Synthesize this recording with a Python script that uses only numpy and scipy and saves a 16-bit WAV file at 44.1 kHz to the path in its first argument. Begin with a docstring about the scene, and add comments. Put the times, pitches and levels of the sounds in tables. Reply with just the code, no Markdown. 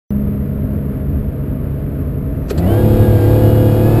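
"""Inside a cruising car, the road rumbles under the low hum of a V6 engine.
The accelerator is stamped down with two clacks, the gearbox drops to a lower gear and the revs double.
Air rushes in, a supercharger whines faintly, and the firing cylinders make the exhaust roar.
A small camera overloads slightly and holds each sample, which mirrors the sound into a thin, high fizz."""
import sys
import numpy as np
from scipy import signal
from scipy.fft import rfft, irfft, next_fast_len
from scipy.io import wavfile
from scipy.ndimage import map_coordinates

SR = 44100
rng = np.random.default_rng(int(sys.argv[2]) if len(sys.argv) > 2 else 0)


def log_audio(samples):
    """Write samples as a 16-bit WAV file to the path given in sys.argv[1]."""
    # one column per channel
    frames = np.atleast_2d(samples).T
    # limit to full scale, then quantise
    limited = np.clip(frames, -1, 1)
    pcm = np.round(limited * 32767).astype(np.int16)
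    wavfile.write(sys.argv[1], SR, pcm)


N = 176400
CYLINDERS, LOBES_PER_CYCLE = 6, 11.39  # in one engine cycle, every cylinder fires once

# Levels are in decibels; engine load and throttle further scale the roar and the surge.
# tyre rumble and hiss (frequency [Hz], level [dB])
ROAD_SPECTRUM = [(10, -41), (25, -14), (50, -2.5), (75, -1), (95, 2), (115, -6.5), (165, -6.5),
                 (220, -11.5), (275, -7), (320, -16), (430, -18), (530, -22), (640, -21), (760, -35),
                 (1250, -35), (2500, -46.5), (3800, -56.5), (5400, -61.5), (5900, -73)]
# swells of low rumble: road bumps, and one as the engine booms (time [s], length [s], bass boost [dB])
RUMBLE_SWELLS = [(1.146, 0.13, 6.5), (2.766, 0.051, 4), (2.99, 0.3, 9.5), (3.602, .1, 8.5)]
# how fast the engine runs (time [s], speed [cycles/s])
ENGINE_SPEED = [(.1, 17.05), (1.2, 17.35), (2.47, 17.6), (2.59, 27), (2.64, 29.4), (2.695, 33.3), (2.8, 36),
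                (3, 36.15), (3.1, 35.8), (3.22, 34.95), (3.36, 36.1), (3.45, 36.35), (3.78, 35.95),
                (3.93, 37.5), (4, 37.8)]
# how hard the engine works (time [s], level [dB])
ENGINE_LOAD = [(2.4, -38.5), (2.52, -10), (2.62, -7.5), (2.72, -1.5), (2.79, -0.5), (3.15, -1.5), (3.3, 0),
               (3.75, -1), (4, 0.5)]
# cruising hum (multiple of engine speed, level [dB])
HUM_TONES = [(4, -28.5), (8, -24.5), (15, -34.5), (24, -40), (28, -42.5), (36, -45)]
# cabin drone at twice the firing rate (time [s], level [dB])
DRONE_LEVEL = [(.1, -18), (.45, -23.5), (.9, -26), (1.3, -32), (2.4, -36.5), (2.6, -40)]
# pedal scuffs and clacks (time [s], level [dB], rise [s], time to fade 60 dB [s], clatter level [dB])
PEDAL_CLACKS = [(2.482, -40, 0.0033, 0.1, -9.5), (2.496, -24.5, 0.0067, 0.053, -7),
                (2.576, -32.5, 0.004, 0.064, 0.5)]
# the body of a clack (frequency [Hz], level [dB])
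CLACK_COLOUR = [(300, -1.5), (1200, 7), (1800, 7), (2200, -0.5), (2600, 6), (3600, -8), (4400, 5.5),
                (5200, -2), (5900, 0)]
# its high clatter (frequency [Hz], level [dB])
CLATTER_COLOUR = [(2500, -8), (3700, -2.5), (4500, 1.5), (5500, -11.5)]
# pedal squeak and thuds (time [s], pitch [Hz], level [dB], time to fade 60 dB [s])
PEDAL_TONES = [(2.493, 5450, -32, 0.03), (2.509, 410, -6.5, 0.055), (2.509, 282, -10.5, 0.07),
               (2.582, 185, -12, .04)]
# supercharger tones (multiple of the rate at which its rotor lobes pass)
WHINE_TONES = [4, 6, 7, 8, 9]
# those tones swell in turn (time [s], then one level [dB] for each tone)
WHINE_LEVELS = [(2.63, -62, -62, -56, -50, -66), (2.705, -40, -56, -58, -38, -64),
                (2.79, -39, -58, -52, -49, -53), (2.88, -52, -55, -51, -50, -55),
                (3.05, -39, -53, -51, -48.5, -50), (3.22, -39, -56, -54, -52, -61),
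                (3.35, -46.5, -47, -52, -52, -60), (3.52, -41.5, -57, -43, -50, -63),
                (3.72, -46.5, -48.5, -49.5, -49, -62), (3.87, -39, -46, -57, -50.5, -63),
                (4, -43, -39, -60, -55, -60)]
# air whistling at the throttle (time [s], length [s], level [dB])
THROTTLE_WHISTLES = [(2.636, .045, -35), (3.21, 0.15, -50)]
# gulp of air as the throttle opens (time [s], level [dB])
GULP_LEVEL = [(2.5, -59), (2.6, -28.5), (2.68, -25), (2.76, -24), (2.86, -55)]
# the gulp's tone colour (frequency [Hz], level [dB])
GULP_COLOUR = [(300, -30), (560, 7.5), (690, 4), (900, -9), (3000, -27.5), (5800, -51)]
# intake howl as the revs climb again (time [s], level [dB])
HOWL_LEVEL = [(3.7, -58.5), (3.88, -35), (4, -34)]
# the howl's tone colour (frequency [Hz], level [dB])
HOWL_COLOUR = [(500, -18.5), (700, 2.5), (1000, -11), (1320, 1), (1600, -34.5), (5000, -50)]
# air drawn into the engine (frequency [Hz], level [dB])
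INTAKE_SPECTRUM = [(25, 2), (70, 8.5), (170, 0), (400, -2.5), (680, -7), (950, -21.5), (1550, -21),
                   (1900, -25), (3300, -29), (4500, -30.5), (5350, -33.5), (5750, -43.5)]
# rasp of the firing pulses (frequency [Hz], level [dB])
RASP_SPECTRUM = [(150, -27.5), (400, -2), (600, -1), (850, -11), (1100, -8), (1500, -14), (2000, -36.5),
                 (5000, -63.5)]
# boom of the firing tone (time [s], level [dB])
FIRING_LEVEL = [(2.48, -42), (2.58, -20), (2.68, -15.5), (2.76, -34.5), (2.85, -16), (3.1, -22),
                (3.24, -30.5), (3.45, -20.5), (4, -25)]
# exhaust roar (multiple of engine speed, level [dB])
EXHAUST_TONES = [(2, -27.5), (4, -21.5), (7, -36), (8, -23.5), (9, -23), (10, -21.5), (12, -22.5),
                 (13, -27), (14, -21.5), (18, -33), (19, -32.5), (20, -38), (22, -43.5), (23, -37),
                 (24, -39.5), (26, -45)]
# pitches the cabin boosts or weakens (frequency [Hz], gain [dB])
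CABIN_RESONANCES = [(322, -0.5), (341, 5), (360, 0.5), (377, -6.5), (425, -7.5), (485, 0.5), (509, 1),
                    (530, -14), (570, -0.5)]


def amp(db):
    """Turn decibels into a gain."""
    return 10 ** (np.asarray(db) / 20)


def unit(x):
    """Scale to an average (rms) size of 1."""
    return x / np.sqrt(np.mean(x ** 2) + 1e-20)


def curve(rows):
    """Join (time, value) points with straight lines."""
    return np.interp(np.arange(N) / SR, *np.transpose(rows))


def swell(time, length):
    """A bell-shaped rise and fall around a moment."""
    return np.exp(-(2 * (np.arange(N) / SR - time) / length) ** 2)


def wobble(rate):
    """A smooth curve through `rate` random values a second."""
    return map_coordinates(rng.standard_normal(1200), [np.arange(N) * rate / SR + 2], mode="wrap")


def colour(x, spectrum):
    """Filter a sound to follow a spectrum, then scale it to size 1."""
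    size = 2 * next_fast_len(N // 2 + 8192)
    hz, db = np.transpose(spectrum)
    log_hz = np.log(np.fft.rfftfreq(size, 1 / SR) + 1)
    cepstrum = irfft(np.log(amp(np.interp(log_hz, np.log(hz), db))))
    # make the filter ring after a pulse, never before it
    cepstrum[1:size // 2] *= 2
    cepstrum[size // 2 + 1:] = 0
    return unit(irfft(rfft(x, size) * np.exp(rfft(cepstrum)))[:N])


def noise(spectrum):
    """Noise with the given spectrum."""
    return colour(rng.standard_normal(N), spectrum)


def tones(cycles, rows, waver_db, drift, rate):
    """Tones at whole multiples of a cycle, each wavering in level and drifting in phase."""
    out = np.zeros(N)
    for multiple, db in rows:
        phase = 2 * np.pi * (multiple * cycles + rng.random()) + drift * wobble(rate)
        out += np.sqrt(2) * amp(db + waver_db * wobble(rate)) * np.sin(phase)
    return out


def road(bass_hz=150):
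    """Tyres rumble and hiss; the bass swells over bumps and once as the engine booms."""
    rumble = amp(-20.5 + .5 * wobble(12)) * noise(ROAD_SPECTRUM)
    bass = signal.sosfiltfilt(signal.butter(2, bass_hz, fs=SR, output="sos"), rumble)
    heave_db = 0.88 * wobble(14) + sum(db * swell(time, length) for time, length, db in RUMBLE_SWELLS)
    return rumble + bass * (amp(heave_db) - 1)


def cruise(cycles, load):
    """The cabin drones, and a gentle hum gives way as the engine works harder."""
    hum = tones(cycles, HUM_TONES, waver_db=0.5, drift=0.5, rate=9) * np.clip(1 - 2 * load, 0, 1)
    drone = tones(cycles, [(2 * CYLINDERS, 0)], waver_db=1, drift=0.077, rate=20)
    return hum + amp(curve(DRONE_LEVEL)) * drone


def pedal():
    """The accelerator squeaks, clacks and thuds against its stop."""
    t, out = np.arange(N) / SR, np.zeros(N)
    for time, db, rise, fade, clatter_db in PEDAL_CLACKS:
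        attack = np.clip((t - time) / rise, 0, 1)
        decay = amp(db - 60 * np.maximum(t - time - 2 * rise, 0) / fade)
        out += attack * decay * (noise(CLACK_COLOUR) + amp(clatter_db) * noise(CLATTER_COLOUR))
    for time, hz, db, fade in PEDAL_TONES:
        age = np.maximum(t - time, 0)
        attack = 1 - np.exp(-age / 0.0011)
        out += attack * amp(db - 60 * age / fade) * np.sin(2 * np.pi * hz * age)
    return out


def supercharger(cycles):
    """The air pump's spinning lobes whine in step with the engine."""
    times, *levels = np.transpose(WHINE_LEVELS)
    whine = np.zeros(N)
    for multiple, db in zip(WHINE_TONES, levels):
        tone = tones(LOBES_PER_CYCLE * cycles, [(multiple, 0)], waver_db=2, drift=0.28, rate=22)
        whine += amp(curve(np.c_[times, db])) * tone
    return whine


def whistle(hz=1980):
    """Air whistles briefly past the throttle."""
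    tone = tones(hz * np.arange(N) / SR, [(1, 0)], waver_db=3.5, drift=0.5, rate=110)
    return tone * sum(amp(db) * swell(time, length) for time, length, db in THROTTLE_WHISTLES)


def gulp_and_howl():
    """Air gulps through the opening throttle and later howls in the intake."""
    return amp(curve(GULP_LEVEL)) * noise(GULP_COLOUR) + amp(curve(HOWL_LEVEL)) * noise(HOWL_COLOUR)


def intake(cycles):
    """Air rushes in, pulsing with each row of cylinders and each turn of the crankshaft."""
    row_pulse = 0.083 * np.sin(np.pi * CYLINDERS * cycles)
    crank_pulse = 0.044 * np.sin(2 * np.pi * 2 * cycles)
    level = amp(-19 + .6 * wobble(7))
    return level * colour((1 + row_pulse + crank_pulse) * rng.standard_normal(N), INTAKE_SPECTRUM)


def rasp(cycles, uneven=0.5, scatter=0.086):
    """One pulse per firing; each cylinder has its own strength and slightly different timing."""
    strength = 1 + uneven * unit(rng.standard_normal(CYLINDERS))
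    lag = 0.074 * rng.standard_normal(CYLINDERS)
    firings = np.arange(1, int(cycles[-1] * CYLINDERS) - 1)
    cylinder = firings % CYLINDERS
    samples = np.interp((firings + lag[cylinder]) / CYLINDERS, cycles, np.arange(N))
    sizes = strength[cylinder] * (1 + scatter * rng.standard_normal(len(firings)))
    return amp(-35) * colour(np.bincount(samples.astype(int), sizes, N), RASP_SPECTRUM)


def firing_tone(cycles):
    """The firings blend into one note that booms as it sweeps through the cabin's resonance."""
    return amp(curve(FIRING_LEVEL)) * tones(cycles, [(CYLINDERS, 0)], waver_db=0.5, drift=0.091, rate=10)


def exhaust(cycles, speed, throb_hz=10.1, throb_peak_s=2.755):
    """Exhaust tones swell and fade as they slide through the cabin's resonances, over a low boom."""
    hz, gain_db = np.transpose(CABIN_RESONANCES)
    growl = np.zeros(N)
    for multiple, db in EXHAUST_TONES:
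        cabin_gain = amp(np.interp(multiple * speed, hz, gain_db))
        growl += cabin_gain * tones(cycles, [(multiple, db)], waver_db=1.1, drift=.1, rate=24)
    # one row of cylinders booms, throbbing about once per wheel turn
    boom = tones(cycles, [(CYLINDERS // 2, -12)], waver_db=1, drift=0.09, rate=20)
    throb_db = 1.7 * np.cos(2 * np.pi * throb_hz * (np.arange(N) / SR - throb_peak_s))
    return growl + amp(throb_db) * boom


def scene():
    """Engine speed sets the pitch of its tones; load brings in the roar and the whine."""
    speed = curve(ENGINE_SPEED) * (1 + 0.00087 * wobble(24.99))
    cycles = np.cumsum(speed) / SR
    load = amp(curve(ENGINE_LOAD))
    throttle = np.clip(4 * load - .1, 0, 1)
    surge = firing_tone(cycles) + gulp_and_howl()
    roar = exhaust(cycles, speed) + rasp(cycles) + intake(cycles) + supercharger(cycles) + whistle()
    return (road() + cruise(cycles, load) + load * roar + throttle * surge + pedal())[None]


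def record(dry, start_s=.106, hold_hz=12000, top_hz=15350):
    """Switch the sound on and off, round its peaks, add fizz and cut the highest treble."""
    t = np.arange(N) / SR
    gated = dry[0] * (t > start_s) * np.clip((t[-1] - t) / .003, 0, 1)
    rounded = gated / (1 + np.abs(gated) ** 16) ** (1 / 16)
    padded = np.pad(rounded, (0, SR))
    size = len(padded)
    slow = signal.resample(padded, size * hold_hz // SR)
    fizzy = signal.resample(np.repeat(slow, 4), size)  # holding each sample makes tiny steps that fizz
    return irfft(rfft(fizzy) * (np.fft.rfftfreq(size, 1 / SR) < top_hz))[None, :N]


dry = scene()
out = record(dry)
log_audio(out)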